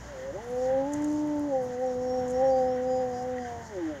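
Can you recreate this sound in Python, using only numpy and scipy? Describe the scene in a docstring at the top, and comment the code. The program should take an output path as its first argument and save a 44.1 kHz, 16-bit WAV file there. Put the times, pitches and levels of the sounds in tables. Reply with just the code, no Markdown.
"""An outdoor pen strewn with leaves, where a wolf gives one long howl: a low moan slides up to a held
note, lifts, settles and sinks away. The vocal folds make the harmonics and the throat shapes them; the
highest now and then ring as a thin whistle. Dry leaves crackle under paws, the fence takes one light
knock, and fence and trees scatter a faint echo. Behind it all lie a steady outdoor rush, a low hum
and a far engine that picks up speed."""
import sys
import numpy as np
from scipy import signal
from scipy.fft import rfft, irfft, next_fast_len
from scipy.io import wavfile
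from scipy.ndimage import uniform_filter1d, map_coordinates

SR = 44100
rng = np.random.default_rng(int(sys.argv[2]) if len(sys.argv) > 2 else 0)


def transcribe(signal):
    """Save signal, clipped to [-1, 1], as a 16-bit WAV file at the path in sys.argv[1]."""
    frames = np.atleast_2d(signal).T
    limited = np.clip(frames, -1, 1)
    pcm = np.round(limited * 32767).astype(np.int16)
    wavfile.write(sys.argv[1], SR, pcm)


N = 176400  # 4 s

# the howl's melody (time [s], pitch [Hz])
HOWL_PITCH = [(0.02, 141.9), (0.09, 147.6), (0.125, 143.8), (0.15, 132.5), (0.21, 128.6), (0.27, 134.8),
              (0.32, 139.3), (0.35, 183), (0.38, 201.5), (0.42, 234), (0.5, 244.8), (0.7, 260.8),
              (0.84, 273.6), (0.9, 291.2), (1.08, 298.7), (1.22, 300.8), (1.35, 295), (1.47, 291.2),
              (1.54, 265.6), (1.63, 251.5), (1.76, 247.2), (1.84, 258), (1.93, 250), (2.05, 252.3),
              (2.17, 254.3), (2.28, 249.6), (2.36, 252.6), (2.45, 267), (2.6, 257.8), (2.79, 250.8),
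              (2.88, 255.8), (3.0, 256), (3.15, 247), (3.28, 253.5), (3.38, 250.8), (3.5, 238.6),
              (3.63, 230.5), (3.71, 216.8), (3.77, 184), (3.84, 161.8), (3.92, 150.8), (4.0, 129)]

def vocal_pitch(jitter=.0027):
    """The rate of the vocal folds in Hz: the melody with a fast, slight unsteadiness."""
    return curve(HOWL_PITCH) * (1 + jitter * wobble(90))


# formants of the throat (frequency [Hz], gain [dB])
THROAT_EQ = [(130, -15.5), (250, -13.5), (330, 24), (400, -1), (455, -17), (520, 3.5), (600, -3),
             (680, -12.5), (790, 1.5), (900, -9.5), (1000, -27.5), (1200, -36)]
# the voice's low, middle and upper register (from [Hz], to [Hz])
REGISTER_BANDS = [(215, 435), (435, 640), (640, 960)]
# fader rides for the three registers (time [s], level before trim [dB])
LOW_RIDE = [(0.0, -61.3), (0.15, -56), (0.3, -51.5), (0.355, -41), (0.4, -50), (0.44, -53.5), (0.6, -43.5),
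            (0.7, -46), (0.78, -36.5), (0.9, -33.1), (1.08, -28), (1.47, -30.8), (1.57, -45), (1.8, -43.6),
            (2.15, -39.0), (2.5, -39.8), (2.9, -39), (3.2, -44.5), (3.42, -39), (3.5, -53), (3.68, -58.6),
            (3.75, -39.5), (3.84, -30), (3.91, -34), (3.95, -53), (4.0, -45.6)]
MIDDLE_RIDE = [(0.0, -68), (0.03, -71), (0.09, -44.5), (0.31, -34), (0.33, -49), (0.36, -31), (0.39, -50),
               (0.52, -32.5), (0.61, -27.5), (0.73, -24), (0.79, -25), (0.88, -37), (1.0, -43.5),
               (1.24, -43.5), (1.36, -37), (1.43, -41.5), (1.48, -37), (1.53, -26), (1.55, -25),
               (1.68, -34.5), (1.76, -35), (1.84, -26.5), (1.94, -32), (2.19, -28), (2.27, -33),
               (2.46, -21), (2.82, -30.5), (2.92, -26), (3.03, -28), (3.17, -38), (3.21, -38), (3.29, -31),
               (3.39, -35.5), (3.41, -41.5), (3.62, -47), (3.65, -72), (3.71, -54), (3.78, -34),
               (3.84, -61), (3.91, -38), (3.97, -41.5), (4.0, -52)]
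UPPER_RIDE = [(0.0, -64), (0.27, -53.5), (0.34, -75), (0.39, -39), (0.41, -53), (0.69, -36), (0.87, -37.5),
              (0.9, -42), (1.1, -47.5), (1.37, -43), (1.49, -49.5), (1.55, -31), (1.7, -50), (1.73, -42.5),
              (1.8, -45.5), (1.83, -34), (1.85, -34), (1.96, -46), (2.19, -34), (2.32, -45.5), (2.42, -28),
              (2.47, -32), (2.55, -28.5), (2.68, -32.5), (2.81, -42), (2.93, -33), (3.01, -34), (3.1, -40),
              (3.22, -33.5), (3.27, -42.5), (3.5, -37), (3.78, -56), (3.82, -50), (4.0, -60)]
# one trim per register (gain [dB])
REGISTER_TRIMS = [0.05, -0.87, -1]

def howl(pitch, creak_below_hz=165, creak_db=1.2, shimmer_db=.45):
    """Seven harmonics of the vocal folds, shaped by the throat; each register has its own level."""
    harmonic = np.arange(1, 8)[:, None]
    hz = harmonic * pitch
    partials = np.sqrt(2) * np.sin(harmonic * phase_of(pitch) + rng.uniform(0, 2 * np.pi, (7, 1)))
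    creak = 1 / (1 + (pitch / creak_below_hz) ** 12)  # the folds flutter where the pitch is low
    partials *= amp(creak_db * creak * np.array([wobble(110) for _ in harmonic]))
    throat = eq_gain(THROAT_EQ, hz)
    rides = LOW_RIDE, MIDDLE_RIDE, UPPER_RIDE
    voice = np.zeros(N)
    for (lo, hi), ride, trim_db in zip(REGISTER_BANDS, rides, REGISTER_TRIMS):
        share = throat / (1 + (lo / hz) ** 24 + (hz / hi) ** 24)
        share /= np.sqrt(np.sum(share ** 2, axis=0) + 1e-4)  # even out the power before the fader
        voice += amp(trim_db) * fader(ride, shimmer_db, 75) * np.sum(share * partials, axis=0)
    return voice


# overtones ringing out (start [s], length [s], centre [Hz], half-width [Hz], level before trim [dB])
WHISTLE_CUES = [(1.849, 0.13, 5620, 90, -62.5), (1.91, 0.46, 5563, 109.4, -62.5),
                (2.06, 0.17, 5500, 90, -60), (2.32, 0.11, 5540, 99.8, -56), (2.42, 0.12, 5630, 100.6, -58),
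                (2.48, .16, 4810, 127, -59.5), (2.604, .12, 5100, 100.3, -64),
                (2.661, .12, 5460, 90, -59.5), (2.823, 0.26, 4995, 131, -60.5),
                (2.852, .21, 6830, 89.7, -60), (3.088, 0.17, 5010, 110, -61.5),
                (3.102, 0.17, 5650, 420, -61), (3.384, .1, 4950, 110, -64)]

def whistle(pitch, trim_db=-1.5, flutter_db=1.5):
    """High harmonics of the howl swell and flutter while they pass through a narrow resonance."""
    harmonic = np.arange(16, 31)[:, None]
    phase = phase_of(pitch)
    swells = np.zeros(N)
    for start, length, centre, half_width, db in WHISTLE_CUES:
        span = np.arange(int(start * SR), min(N, int((start + length) * SR)))
        resonance = 1 / (1 + ((harmonic * pitch[span] - centre) / half_width) ** 4)
        ring = np.sum(resonance * np.sin(harmonic * phase[span]), axis=0)
        swells[span] += amp(db) * unit(ring * signal.windows.tukey(len(span), .7))
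    return swells * amp(trim_db + flutter_db * wobble(54))


# leaves crushed under a paw (time [s], level [dB], decay t60 [s], attack [s])
CRUNCH_CUES = [(.918, -38, .09, .01), (.935, -33, .03, .002), (.946, -49, .22, .01),
               (1.019, -41, .03, .003), (1.042, -34, .025, .002), (1.06, -54, .5, .02),
               (1.857, -52, .06, .005), (2.276, -45, .2, .02), (2.305, -36, .035, .003),
               (3.223, -48, .02, .002)]
# the crunch's crisp tone (frequency [Hz], gain [dB])
CRUNCH_EQ = [(1500, -27), (3000, -24), (4700, -26.5), (5600, -14), (6200, -3.5), (6900, 0.5), (8000, -11),
             (9800, -22), (11000, -14.5), (12200, -28), (15500, -36)]
# small snaps of dry leaf edges (time [s], level [dB], decay t60 [s], attack [s])
SNAP_CUES = [(.505, -50, 0.025, 0.0018), (.4, -56, 0.94, 0.12), (1.11, -57, .12, .01),
             (1.273, -53, .025, .002), (1.353, -51.5, .025, 0.0016), (1.394, -45, .012, .001),
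             (1.612, -51.5, .2, .025), (1.785, -58, .15, .02)]
# the snap's brittle top end (frequency [Hz], gain [dB])
SNAP_EQ = [(3000, -28), (7000, -4), (9500, -11.5), (11000, -3), (12200, -14.5), (15500, -15.5)]

def leaves(cues, eq, crackle_db=5):
    """Dry leaves breaking: grainy noise jumps up at each contact and dies away."""
    power = np.zeros(N)
    for start, db, t60, attack in cues:
        age = age_since(start)
        power += (amp(db) * decay(age, t60) * (1 - np.exp(-age / attack))) ** 2
    grains = rng.standard_normal(N) * amp(crackle_db * wobble(570))
    return np.sqrt(power) * unit(filtered(grains, lambda hz: eq_gain(eq, hz)))


# modes of the fence (frequency [Hz], level [dB], decay t60 [s])
FENCE_MODES = [(1530, -46, .025), (1930, -35, .04)]

def fence_knock(start_s=3.383):
    """A light knock on the fence: two damped modes give one short, dull ring."""
    age = age_since(start_s)
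    return sum(amp(db) * decay(age, t60) * np.sin(2 * np.pi * hz * age) for hz, db, t60 in FENCE_MODES)


def echo(sound, t60_s=.5):
    """Fence and trees scatter the sound into a diffuse, fading tail."""
    age = np.arange(SR // 2) / SR
    tail = rng.standard_normal(len(age)) * decay(age, t60_s)
    return signal.fftconvolve(sound, tail / np.linalg.norm(tail))[:N]


# tone of each layer of the outdoor bed (frequency [Hz], gain [dB])
RUMBLE_EQ = [(25, -17.5), (40, -11.5), (60, -9.5), (85, -2.5), (120, -1), (190, -3), (320, -10.5),
             (600, -10), (1000, -12), (1400, -26), (2500, -48)]
AIR_EQ = [(300, -24), (700, -5.5), (950, -5), (1150, -6), (1400, -5), (1800, -9), (2100, -11), (2500, -17),
          (3100, -15.5), (3700, -19), (4300, -25.5), (6000, -41.5)]
RASP_EQ = [(1000, -27), (1400, -14), (1550, -1), (1680, -4), (1880, 0), (2020, -4), (2200, -19.5),
           (2600, -27.5), (3100, -15), (3600, -27), (5000, -48)]
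HISS_EQ = [(3000, -27), (4200, -3.5), (5200, 1), (6300, 5.5), (7000, 6.5), (7700, -9), (9500, -16.5),
           (11500, -22), (12600, -14.5), (14000, -38), (15700, -33.5)]
# fader rides for those layers (time [s], level [dB])
RUMBLE_RIDE = [(0, -47.5), (.6, -46.5), (1.15, -44), (1.6, -48), (2.6, -44.5), (3.15, -46), (3.5, -50),
               (4, -50.5)]
AIR_RIDE = [(0, -51), (.4, -54.5), (1, -52.5), (1.5, -55.5), (2.1, -55), (2.27, -53), (2.4, -53.5),
            (3.1, -54), (3.5, -54), (4, -54.5)]
RASP_RIDE = [(0, -57.5), (.3, -56), (.5, -58), (.72, -52), (.83, -57.5), (.95, -51), (1.1, -60.5),
             (1.6, -56), (1.8, -56.5), (2.05, -60.5), (2.45, -54), (2.7, -56), (2.9, -56.5), (3.2, -57.5),
             (3.45, -50.5), (3.7, -53.5), (4, -53.5)]
HISS_RIDE = [(0, -58), (.5, -59.5), (.64, -54), (.76, -61), (1.15, -57), (1.5, -60), (2.2, -59),
             (2.55, -58), (2.8, -60), (3.2, -58.5), (3.33, -60.5), (3.48, -55.5), (3.58, -59.5),
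             (3.68, -55), (3.8, -61.5), (4, -61)]

def outdoor_rush():
    """A noise bed of low rumble, airy mids, a rasp near 1.8 kHz and high hiss, each drifting a little."""
    rumble = fader(RUMBLE_RIDE, drift_db=1.5, per_s=9) * noise(RUMBLE_EQ)
    air = fader(AIR_RIDE, drift_db=1.3, per_s=12) * noise(AIR_EQ)
    rasp = fader(RASP_RIDE, drift_db=2.6, per_s=25.18) * noise(RASP_EQ)
    hiss = fader(HISS_RIDE, drift_db=1.3, per_s=30) * noise(HISS_EQ)
    return rumble + air + rasp + hiss


# fader ride for the hum's fundamental (time [s], level [dB])
HUM_RIDE = [(0, -51), (.6, -54), (1.3, -61.5), (2.4, -61), (3, -63), (4, -63)]

def hum(pitch_hz=59.8, octave_db=-4.5):
    """A low machine hum and its octave, wavering in pitch and level."""
    phase = phase_of(pitch_hz * (1 + .014 * wobble(6.5)))
    tone = np.sqrt(2) * (np.sin(phase) + amp(octave_db) * np.sin(2 * phase))
    return fader(HUM_RIDE, drift_db=1.8, per_s=10) * tone


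# the engine revving up (time [s], firing rate [Hz], level [dB])
ENGINE_REV = [(0, 58, -67), (2.1, 61, -64), (2.3, 64.3, -52), (3, 71.8, -58), (3.25, 78.8, -56),
              (3.5, 85.3, -50), (4, 94.6, -55)]

def far_engine():
    """A far engine gains speed: one low tone climbs with its firing rate."""
    gain = amp(curve(ENGINE_REV, column=2) + wobble(9.7))
    return gain * np.sqrt(2) * np.sin(phase_of(curve(ENGINE_REV)))


def amp(db):
    """Decibels to gain."""
    return 10 ** (np.asarray(db) / 20)


def unit(x):
    """Scale to rms 1."""
    return x / np.sqrt(np.mean(x ** 2) + 1e-20)


def eq_gain(eq, hz):
    """Linear gain of an EQ curve, read on a log frequency axis."""
    freqs, db = np.transpose(eq)
    return amp(np.interp(np.log(hz + 1), np.log(freqs + 1), db))


def curve(rows, column=1):
    """One column of a timed table, per sample, with rounded corners."""
    columns = np.transpose(rows)
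    return uniform_filter1d(np.interp(np.arange(N) / SR, columns[0], columns[column]), size=700)


def wobble(per_s):
    """A smooth random curve with per_s knots a second."""
    return map_coordinates(rng.standard_normal(4096), [np.arange(N) * per_s / SR], mode="mirror")


def fader(ride, drift_db, per_s):
    """Gain that follows a level ride and drifts randomly around it."""
    return amp(curve(ride) + drift_db * wobble(per_s))


def filtered(x, response):
    """Filter x by a gain that depends on frequency."""
    size = next_fast_len(N + SR // 2)
    return irfft(rfft(x, size) * response(np.fft.rfftfreq(size, 1 / SR)), size)[:N]


def noise(eq):
    """Coloured noise of rms 1."""
    return unit(filtered(rng.standard_normal(N), lambda hz: eq_gain(eq, hz)))


def phase_of(hz):
    """Running phase of a frequency curve."""
    return 2 * np.pi * np.cumsum(hz) / SR


def age_since(start):
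    """Seconds since a cue, held between 0 and 1."""
    return np.clip(np.arange(N) / SR - start, 0, 1)


def decay(age, t60):
    """An envelope that falls 60 dB in t60 seconds."""
    return np.exp(-np.log(1000) * age / t60)


def scene(echo_db=-29):
    """Mono mix: wolf, leaves and knock up front with their echo, over the rush, hum and engine."""
    pitch = vocal_pitch()
    wolf = howl(pitch) + whistle(pitch)
    paws = leaves(CRUNCH_CUES, CRUNCH_EQ) + leaves(SNAP_CUES, SNAP_EQ)
    near = wolf + paws + fence_knock()
    return (near + amp(echo_db) * echo(near) + outdoor_rush() + hum() + far_engine())[None]


def record(dry, cutoff_hz=15750):
    """A brick-wall high cut on the whole mix."""
    return filtered(dry[0], lambda hz: 1 / (1 + (hz / cutoff_hz) ** 400))[None]


dry = scene()
out = record(dry)
transcribe(out)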